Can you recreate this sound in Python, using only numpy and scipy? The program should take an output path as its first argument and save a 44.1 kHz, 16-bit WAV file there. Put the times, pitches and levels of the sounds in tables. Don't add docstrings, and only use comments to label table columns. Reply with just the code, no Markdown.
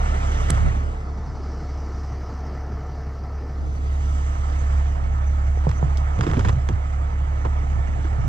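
import sys
import numpy as np
from scipy import signal
from scipy.fft import rfft, irfft, next_fast_len
from scipy.io import wavfile
from scipy.ndimage import uniform_filter1d, map_coordinates

SR = 44100
rng = np.random.default_rng(int(sys.argv[2]) if len(sys.argv) > 2 else 0)


def generate_wav(signal):
    frames = np.transpose(np.atleast_2d(signal))
    scaled = np.clip(frames, -1, 1) * 32767
    pcm = np.round(scaled).astype(np.int16)
    wavfile.write(sys.argv[1], SR, pcm)


N = 365148

# multiple of the four-stroke cycle, level in dB against the strongest.
EXHAUST_ORDERS = [(9, -16.5), (11, -31), (12, 0), (13, -29), (15, -23), (18, -16.5), (20, -32), (22, -25),
                  (24, -24), (26, -25), (41, -39), (53, -36)]
# multiple of the cycle, relative level in dB.
WHINE_ORDERS = [(76, -55), (111, -62.5), (118, -51), (120, -50.5), (126, -47), (134, -53.5), (152, -53.5),
                (228, -51.5), (304, -53), (342, -72), (380, -57.5), (386, -69)]
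CYLINDERS_DB = [-6, -6, -3, -5.5, -7.5, -2.5]
# time in seconds, exhaust throb, block roar and fan hiss in dB.
ENGINE_LEVELS = [(0.0, -21.5, -27.5, -45.5), (0.5, -20.5, -25.5, -41.5), (0.62, -20, -26.5, -46),
                 (0.76, -19.5, -26, -47.5), (0.92, -24.5, -29, -49), (1.1, -22.5, -30, -49.5),
                 (1.5, -22.5, -31.5, -46), (2.0, -22, -32, -46.5), (2.5, -22.5, -30, -49),
                 (2.75, -21.5, -31, -50.5), (3.25, -23, -32.5, -51), (3.75, -21, -31.5, -48.5),
                 (4.1, -18.5, -31, -45.5), (4.45, -22, -30.5, -47), (4.75, -17.5, -30, -47.5),
                 (5.0, -22, -32.5, -52.5), (5.5, -18.5, -33, -52), (5.75, -21.5, -32, -50.5),
                 (6.05, -18.5, -30.5, -51.5), (6.3, -26.5, -29.5, -49.5), (6.5, -22, -32.5, -52),
                 (7.0, -21.5, -32.5, -54), (7.7, -20, -31.5, -52), (8.28, -21.5, -30.5, -51)]
# time in seconds, level in dB.
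FIRING_LEVELS = [(0.0, -21), (0.6, -23.5), (1.3, -28.5), (3.0, -28.5), (3.4, -30), (4.0, -27.5), (5.4, -28),
                 (5.75, -29.5), (6.1, -26.5), (6.3, -34.5), (6.5, -26.5), (7.0, -29), (8.28, -27)]
# time in seconds, distance in metres.
EXTRA_DISTANCE = [(0, 0), (.6, 0), (1.35, -.5), (3, -.3), (3.5, .1), (5.4, .25), (5.75, 1), (7, 1.35),
                  (8.28, 1)]
# frequency in Hz, relative level in dB.
ROAR_COLOUR = [(20, -8.5), (60, 11.5), (120, 4), (170, -3), (250, -6), (330, -10.5), (430, -10),
               (520, -6.5), (620, -3.5), (1000, -8), (1600, -13), (2200, -18), (2900, -24.5), (4000, -35),
               (6000, -59.5)]
HISS_COLOUR = [(1500, -31), (2900, -0.5), (4000, -6.5), (5400, -6), (6600, -4.5), (8000, -9), (9000, -15.5),
               (10000, -25), (11000, -31.5), (12500, -54.5)]
# centre in Hz, width in Hz, gain in dB.
PANEL_MODES = [(755, 360, 3), (1282, 166, 7), (1984, 340, 5), (5940, 330, 7.5), (7500, 600, 7)]
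# frequency in Hz, level in dB, phase lead in radians, likeness from 0 to 1.
LEFT_PORT = [(60, -2, -.07, .99), (140, -2.3, -.1, .97), (300, -1.6, -.3, .95), (400, -.5, -.9, .5),
             (470, -4, -2, .2), (600, -10, -3.5, .85), (750, -10.5, -3.7, .97), (1100, -5, -4.05, .96),
             (2100, -8, -4.35, .9), (3500, -4.5, -4.6, .78), (4400, -12, -6, .4), (5300, -9, -8.4, .64),
             (6600, -11.5, -9.1, .7), (8500, -10, -9.1, .55), (10500, -2, -9.2, .3)]
# time in seconds, gain in dB.
TURN_TREBLE = [(0.0, 7.5), (0.4, 4), (1.0, 8.5), (3.5, 11), (3.8, 4.5), (4.5, 0.5), (8.28, -1)]

# frequency in Hz, relative level in dB.
BUFFET_COLOUR = [(15, -18), (30, -12), (55, -9.5), (85, -2.5), (125, 0.5), (170, -15.5), (215, -13.5),
                 (279, -30), (400, -30.5), (520, -72), (880, -120)]
# peak time in seconds, nominal level in dB.
WIND_GUSTS = [(0.42, -39), (0.55, -33), (0.67, -24), (0.9, -46), (1.35, -53), (3.65, -41), (3.87, -42.5),
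              (4.42, -47), (4.93, -44), (5.1, -33.5), (5.69, -45), (5.85, -33), (6.49, -26), (6.72, -33),
              (7.42, -45), (7.6, -37.5), (7.75, -33.5), (7.92, -30), (8.25, -25)]

# frequency in Hz, relative level in dB.
AIR_HISS_COLOUR = [(5000, -31), (8500, -3.5), (9620, -4.5), (10700, -8.5), (12500, -52), (22000, -120)]
# frequency in Hz, relative level in dB.
TOP_HISS_COLOUR = [(11000, -30), (12000, -2), (13200, 0), (14500, -3), (15600, -12)]
# time in seconds, level in dB.
TOP_HISS_LEVELS = [(0.0, -81.5), (0.5, -69.5), (0.9, -84.5), (1.85, -76), (4.25, -77), (5.4, -91.5),
                   (6.4, -77), (6.75, -83.5), (6.9, -112), (8.28, -112)]

# start in seconds, level in dB before the soft rise, Hz.
BODY_BUMPS = [(0.472, -18.5, 98.3), (0.509, -13.5, 141), (0.527, -9.5, 96.4), (0.54, -13.5, 89.7),
              (0.612, -24, 90), (0.64, -12, 120.4), (0.654, -14.5, 124), (0.671, -14, 128),
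              (5.698, -6.5, 103), (6.012, -19, 120), (6.149, -19.5, 98), (6.181, -8, 98.5),
              (6.209, -5.5, 119), (6.295, -16, 97), (6.319, -10, 119.4), (6.342, -13, 109),
              (6.398, -8.5, 100.3), (6.429, -12.5, 102), (6.47, -14.5, 94.4), (6.498, -10, 96.3),
              (6.529, -11.5, 94.4), (6.545, -15, 130), (6.568, -10.5, 127), (6.721, -5, 96.4),
              (8.185, -11.5, 120.5)]
# start in seconds, relative level in dB, frequency in Hz, 60 dB decay in seconds.
SNAP_PARTIALS = [(.5012, -26, 7800, .004), (.5012, -22, 1400, .005), (.5042, -8, 8200, .003),
                 (.5043, -20, 1000, .006), (.5043, -17, 2000, .005), (.5043, -19, 3000, .004),
                 (.5044, -22, 4200, .004), (.5045, -21, 5300, .003), (.5046, -15, 6500, .003),
                 (.5043, -15, 9600, .003), (.5044, -26, 11000, .003), (.5067, -24, 7800, .012)]
# start in seconds, peak in dB, frequency in Hz.
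THIN_TONES = [(4.5844, -43.5, 6400), (5.2644, -46, 6060), (5.77, -43.5, 6260), (5.83, -51, 7000),
              (6.22, -44, 4900), (6.512, -48, 6100), (7.8665, -52, 6500)]
# ring start in seconds, pop peak in dB, pop in Hz, ring level in dB before its rise, ring in Hz.
RINGING_POPS = [(5.575, -21, 504, -43, 301.6), (5.6701, -7.5, 620, -9, 146.6),
                (5.678, -22.5, 520, -24, 496), (5.829, -10, 648, -11, 140.3),
                (6.2675, -19.5, 456, -13, 321), (6.304, -23.5, 500, -26.5, 451),
                (6.373, -18.5, 546, -11, 252), (6.383, -16, 500, -19, 395), (6.394, -21, 600, -21.5, 563),
                (6.498, -27, 497, -24, 444), (6.691, -22, 520, -21, 516), (6.696, -20, 505.4, -23, 329),
                (7.4526, -17, 800, -23, 416), (7.4565, -19.5, 1000, -22, 1040),
                (7.461, -15.5, 600, -32.5, 328), (7.463, -19.5, 750, -27.5, 201),
                (7.472, -20.5, 700, -33, 705), (8.049, -30, 396, -22.5, 319)]
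# start in seconds, level in dB before the rise, 60 dB decay in seconds.
HIGH_BLIPS = [(5.703, -52, 0.054), (5.9745, -50, .012), (5.979, -51, .02)]
# frequency in Hz, level in dB against the blip.
BLIP_TONES = [(12000, 0), (13200, -2)]

# start in seconds, then nominal levels of knock, clink and thump in dB.
CHAIN_CONTACTS = [(0.4998, -23, -31.5, -13.5), (0.514, -35.5, -43, -26.5), (0.534, -36.5, -50, -29),
                  (0.566, -25, -54, -33.5), (5.649, -27.5, -56, -26.5), (5.691, -22, -36.5, -33),
                  (5.695, -30, -42, -31.5), (5.704, -37.5, -46, -47), (5.713, -21.5, -40, -34),
                  (5.9722, -41, -31.5, -53.5), (5.9797, -46, -40, -56), (6.189, -28.5, -44, -14),
                  (6.209, -12, -29, -27.5), (6.233, -23.5, -40, -30), (6.238, -24, -43, -28.5),
                  (6.266, -18, -41.5, -25), (6.273, -34, -53, -17.5), (6.299, -27.5, -51, -22),
                  (6.313, -20.5, -36.5, -19.5), (6.334, -20.5, -43, -18.5), (6.342, -22, -47, -24),
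                  (6.362, -29.5, -46, -29.5), (6.368, -22, -54, -15.5), (6.393, -17, -31, -18.5),
                  (6.408, -21, -52, -29), (6.448, -18, -36, -28.5), (6.451, -20.5, -38, -29),
                  (6.457, -23, -41.5, -29), (6.474, -20.5, -42, -22), (6.485, -15, -30.5, -29.5),
                  (6.49, -17, -33, -31), (6.494, -21, -43, -32.5), (6.501, -29.5, -50, -25.5),
                  (6.528, -30, -40.5, -22.5), (6.688, -16.5, -31, -29), (6.697, -33, -48, -14),
                  (7.449, -24.5, -44, -30.5), (7.453, -24, -48, -30), (7.46, -27, -56, -26),
                  (7.468, -30, -61.5, -26.5), (8.053, -30, -58, -31.5)]
# start and end in seconds, rise and fall in seconds, mean level in dB.
LINK_SCRAPE = (6.18, 6.52, 0.03, -41.5)
# frequency in Hz, relative level in dB.
KNOCK_COLOUR = [(300, -19), (600, -4.5), (1000, -2), (1800, -9), (3000, -20.5), (5000, -35), (9000, -91)]
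CLINK_COLOUR = [(1500, -33.5), (3000, 0.5), (5000, -1), (6500, -1.5), (7800, -5), (9000, -15),
                (12000, -25.5), (15000, -46.5)]
THUMP_COLOUR = [(40, -6), (110, 2.5), (190, -2), (300, -9), (600, -16), (1000, -63)]
# centre in Hz, width in Hz, level in dB against the direct sound.
LINK_MODES = [(3270, 240, 3), (5120, 290, 2), (6400, 200, 2), (7200, 260, 0.5)]
# frequency in Hz, level in dB, phase lead in radians.
NEAR_LEFT_PORT = [(100, -2, 0), (405, -4, 0.57), (620, -9, -3), (1010, -6, -4.5), (2440, -2.5, -4.5),
                  (5800, -6.5, -8), (12000, -2, -8)]

# fade start in seconds, stereo return in seconds, both time constants in seconds.
MICROPHONE_SWITCH = (0.63, 3.484, 0.32, 0.47)
# frequency in Hz, level in dB, phase lead in radians.
SINGLE_MICROPHONE = [(61, -9, 0.5), (167, -1.5, 1.04), (308, 3, -0.5), (445, 2, -1), (552, -9.5, -0.5),
                     (756, -9, -1.64), (1130, -7.5, -1), (2060, -11, -3), (3000, -13.5, -2),
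                     (3600, -15, -5.5), (4480, -3.5, -4.5), (5130, -2, -12), (6536, -14.5, -5),
                     (7700, -20.5, -11.5), (10000, -15.5, -13.5)]

CYCLE_HZ = 5.823
CRANK_S = 0.01768
PIPE_HZ = 95
WAVER_DB = 1.3
BREEZE_DB, GUST_S = -49, 0.064
SHUT_S, OPEN_S = 1.48, 3.55
AIR_DB = -29.5
BUMP_T60, RING_CYCLES, THIN_TONE_S = 0.11, 21, 0.027
SNAP_LAG_S = 0.00002
KNOCK_T60, CLINK_T60, THUMP_T60 = 0.02, 0.017, 0.06
BLOW_DB, STRIKE_DB = 10.5, 9.5
CLINK_APART = 0.9
TOP_HZ = 15700
T = np.arange(N) / SR


def amp(db):
    return 10 ** (np.asarray(db) / 20)


def unit(x):
    return x / np.sqrt(np.mean(x ** 2) + 1e-20)


def along(points, hz, column=1):
    rows = np.transpose(points)
    return np.interp(np.log(hz + 1), np.log(rows[0] + 1), rows[column])


def curves(rows):
    s, *cols = np.transpose(rows)
    return [np.interp(T, s, c) for c in cols]


def wobble(rate):
    coarse = T[::32]
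    knots = rng.standard_normal(int(N * rate / SR) + 4)
    return np.interp(T, coarse, map_coordinates(knots, [coarse * rate]))


def filtered(x, response):
    m = next_fast_len(N + SR // 2)
    return irfft(rfft(x, m) * response(np.fft.rfftfreq(m, 1 / SR)), m)[..., :N]


def colour(points):
    return lambda hz: amp(along(points, hz))


def port(points):
    return lambda hz: amp(along(points, hz)) * np.exp(1j * along(points, hz, column=2))


def order(k, unsteady_db):
    firings = k / len(CYLINDERS_DB)
    if 2 * firings % 1:
        start = rng.uniform(0, 2 * np.pi)
    else:
        start = np.pi * ((k * CYCLE_HZ > PIPE_HZ) - firings % 1)
    crank = T + CRANK_S - curves(EXTRA_DISTANCE)[0] / 343
    level = np.sqrt(2) * amp(unsteady_db * wobble(8))
    phase = 2 * np.pi * k * CYCLE_HZ * crank + 0.045 * unsteady_db * wobble(11.0) + start
    return level * np.sin(phase)


def exhaust():
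    return sum(amp(db) * order(k, unsteady_db=1.02) for k, db in EXHAUST_ORDERS)


def whine():
    out = np.zeros(N)
    for k, db in WHINE_ORDERS:
        level = np.sqrt(2) * amp(db + 2.7 * wobble(12))
        out += level * np.sin(2 * np.pi * k * CYCLE_HZ * T + 0.82 * wobble(15))
    return out


def combustion(spectrum, depth, patchy_db):
    firing = 6 * CYCLE_HZ * T
    index = firing.astype(int)
    uneven_db = 0.53 * rng.standard_normal(index[-1] + 1)[index]
    size = amp(np.array(CYLINDERS_DB)[index % 6] + uneven_db)
    gate = 1 + depth * size * np.exp(-(firing % 1) / 1.4)
    z = signal.stft(rng.standard_normal((3, N)), nperseg=512)[2]
    field = rng.standard_normal(z.shape[1:])
    field = uniform_filter1d(uniform_filter1d(field, 5, 0), 8, 1)
    noises = signal.istft(z * amp(patchy_db * unit(field)), nperseg=512)[1][:, :N]

    def bodywork(hz):
        gain_db = sum(db / (1 + (2 * (hz - c) / w) ** 2) for c, w, db in PANEL_MODES)
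        return amp(along(spectrum, hz)) * amp(gain_db)

    return unit(filtered(noises * gate, bodywork))


def engine():
    throb_db, roar_db, hiss_db = curves(ENGINE_LEVELS)
    turn_db, = curves(TURN_TREBLE)
    firing_db = curves(FIRING_LEVELS)[0] + WAVER_DB * wobble(3.8)
    roar = amp(roar_db) * combustion(ROAR_COLOUR, depth=0.82, patchy_db=1.5)
    hiss = amp(hiss_db) * combustion(HISS_COLOUR, depth=1.0, patchy_db=2.0)
    shared, own, third = roar + hiss
    pitched = amp(firing_db) * order(len(CYLINDERS_DB), unsteady_db=0.8)
    pitched = pitched + amp(throb_db) * exhaust() + amp(roar_db + 31.0) * whine()

    def alike(hz):
        return along(LEFT_PORT, hz, column=3)

    left = filtered(shared, alike) + filtered(own, lambda hz: np.sqrt(1 - alike(hz) ** 2)) + pitched
    upper = filtered(left, lambda hz: hz ** 2 / (hz ** 2 + 800 ** 2))
    left = filtered(left + (amp(turn_db) - 1) * upper, port(LEFT_PORT))
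    apart = 0.97
    single = np.cos(apart) * shared + np.sin(apart) * third + pitched
    return left, shared + pitched, single


def wind():
    gusts = sum(amp(db) * np.exp(-((T - s) / GUST_S) ** 2) for s, db in WIND_GUSTS)
    strength = amp(BREEZE_DB + 2 * wobble(14)) + gusts
    heard = np.clip(np.maximum(SHUT_S - T, T - OPEN_S) / 0.077, 0, 1)
    lumps = amp(2.5 * np.array([wobble(13), wobble(14)]))
    rumble = unit(lumps * filtered(rng.standard_normal((2, N)), colour(BUFFET_COLOUR)))
    return heard * strength * amp([[0], [4]]) * rumble


def stereo_share():
    off, on, fade_out, fade_in = MICROPHONE_SWITCH
    leaving = np.exp(-(np.clip(T - off, 0, None) / fade_out) ** 1.19)
    returning = 1 - np.exp(-np.abs(T - on) / fade_in)
    return np.where(T < on, leaving, returning)


def air():
    hiss = unit(filtered(rng.standard_normal((2, N)), colour(AIR_HISS_COLOUR)))
    top = unit(filtered(rng.standard_normal((2, N)), colour(TOP_HISS_COLOUR)))
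    hiss_level = amp(curves(ENGINE_LEVELS)[2] + AIR_DB) * stereo_share()
    return hiss_level * hiss + amp(curves(TOP_HISS_LEVELS)[0]) * top


def tones(rows, shape):
    out, t = np.zeros(N + SR), np.arange(SR // 4) / SR
    for s, db, hz, length in rows:
        out[round(s * SR):][:len(t)] += amp(db) * shape(t, length) * np.sin(2 * np.pi * hz * t)
    return out[:N]


def dying(t, t60):
    return amp(-60 * t / t60) * (1 - np.exp(-20 * t / t60))


def struck(t, t60):
    return amp(-60 * t / t60) * (1 - np.exp(-55 * t / t60))


def arch(t, length):
    return np.sin(np.pi * np.clip(t / length, 0, 1))


def bumps_and_brief_tones():
    bumps = tones([(*row, BUMP_T60) for row in BODY_BUMPS], dying)
    snap = tones(SNAP_PARTIALS, dying)
    thin = tones([(*row, THIN_TONE_S) for row in THIN_TONES], arch)
    pops = tones([(s - 1 / hz, db, hz, 1.48 / hz) for s, db, hz, _, _ in RINGING_POPS], arch)
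    rings = tones([(s, db, hz, RING_CYCLES / hz) for s, _, _, db, hz in RINGING_POPS], struck)
    blip_rows = [(s, db + tone_db, hz, t60) for s, db, t60 in HIGH_BLIPS for hz, tone_db in BLIP_TONES]
    shaded = bumps + pops + rings + tones(blip_rows, dying) + thin
    snap_pair = np.array([np.roll(snap, round(SNAP_LAG_S * SR)), snap])
    return np.array([filtered(shaded, port(NEAR_LEFT_PORT)), shaded]) + amp([[3], [5.5]]) * snap_pair


def puffs(envelope, spectrum, pushes=0):
    return filtered(envelope * rng.standard_normal(N) + pushes, lambda hz: unit(amp(along(spectrum, hz))))


def decays(times, peaks_db, t60):
    envelope, t = np.zeros(N + SR), np.arange(SR // 4) / SR
    for s, db in zip(times, peaks_db):
        envelope[round(s * SR):][:len(t)] += amp(db - 60 * t / t60) * (1 - np.exp(-t / 0.001))
    return envelope[:N]


def blows(times, peaks_db):
    out = np.zeros(N)
    out[np.round(times * SR).astype(int)] = amp(peaks_db)
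    return out


def chain():
    s, knock_db, clink_db, thump_db = np.transpose(CHAIN_CONTACTS)
    start, end, edge, drag_db = LINK_SCRAPE
    drag = np.clip(np.minimum(T - start, end - T) / edge, 0, 1) * amp(drag_db + 3.6 * wobble(90))
    knock_pushes = blows(s + .001, knock_db + BLOW_DB)
    knocks = puffs(decays(s, knock_db, KNOCK_T60) + drag, KNOCK_COLOUR, knock_pushes)
    thumps = puffs(decays(s, thump_db, THUMP_T60) + amp(9.5) * drag, THUMP_COLOUR)
    body = knocks + thumps

    def links(f):
        return 1 + sum(amp(db) * 1j * f * w / (c * c - f * f + 1j * f * w) for c, w, db in LINK_MODES)

    envelope = decays(s, clink_db, CLINK_T60) + amp(-13.5) * drag
    strikes = blows(s + .0005, clink_db + STRIKE_DB)
    clink = filtered(puffs(envelope, CLINK_COLOUR, strikes), links)
    own = filtered(puffs(envelope, CLINK_COLOUR, strikes), links)
    left = body + np.sqrt(1 - CLINK_APART) * clink + np.sqrt(CLINK_APART) * own
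    return np.array([filtered(left, port(NEAR_LEFT_PORT)), body + clink])


def camera(pair, third):
    wide = stereo_share()
    return wide * pair + (1 - wide) * filtered(third, port(SINGLE_MICROPHONE))


def scene():
    left, right, third = engine()
    near = chain() + bumps_and_brief_tones()
    return camera(np.array([left, right]) + near, third + near[1]) + wind() + air()


def record(dry):
    return filtered(dry, lambda hz: hz < TOP_HZ)


dry = scene()
out = record(dry)
generate_wav(out)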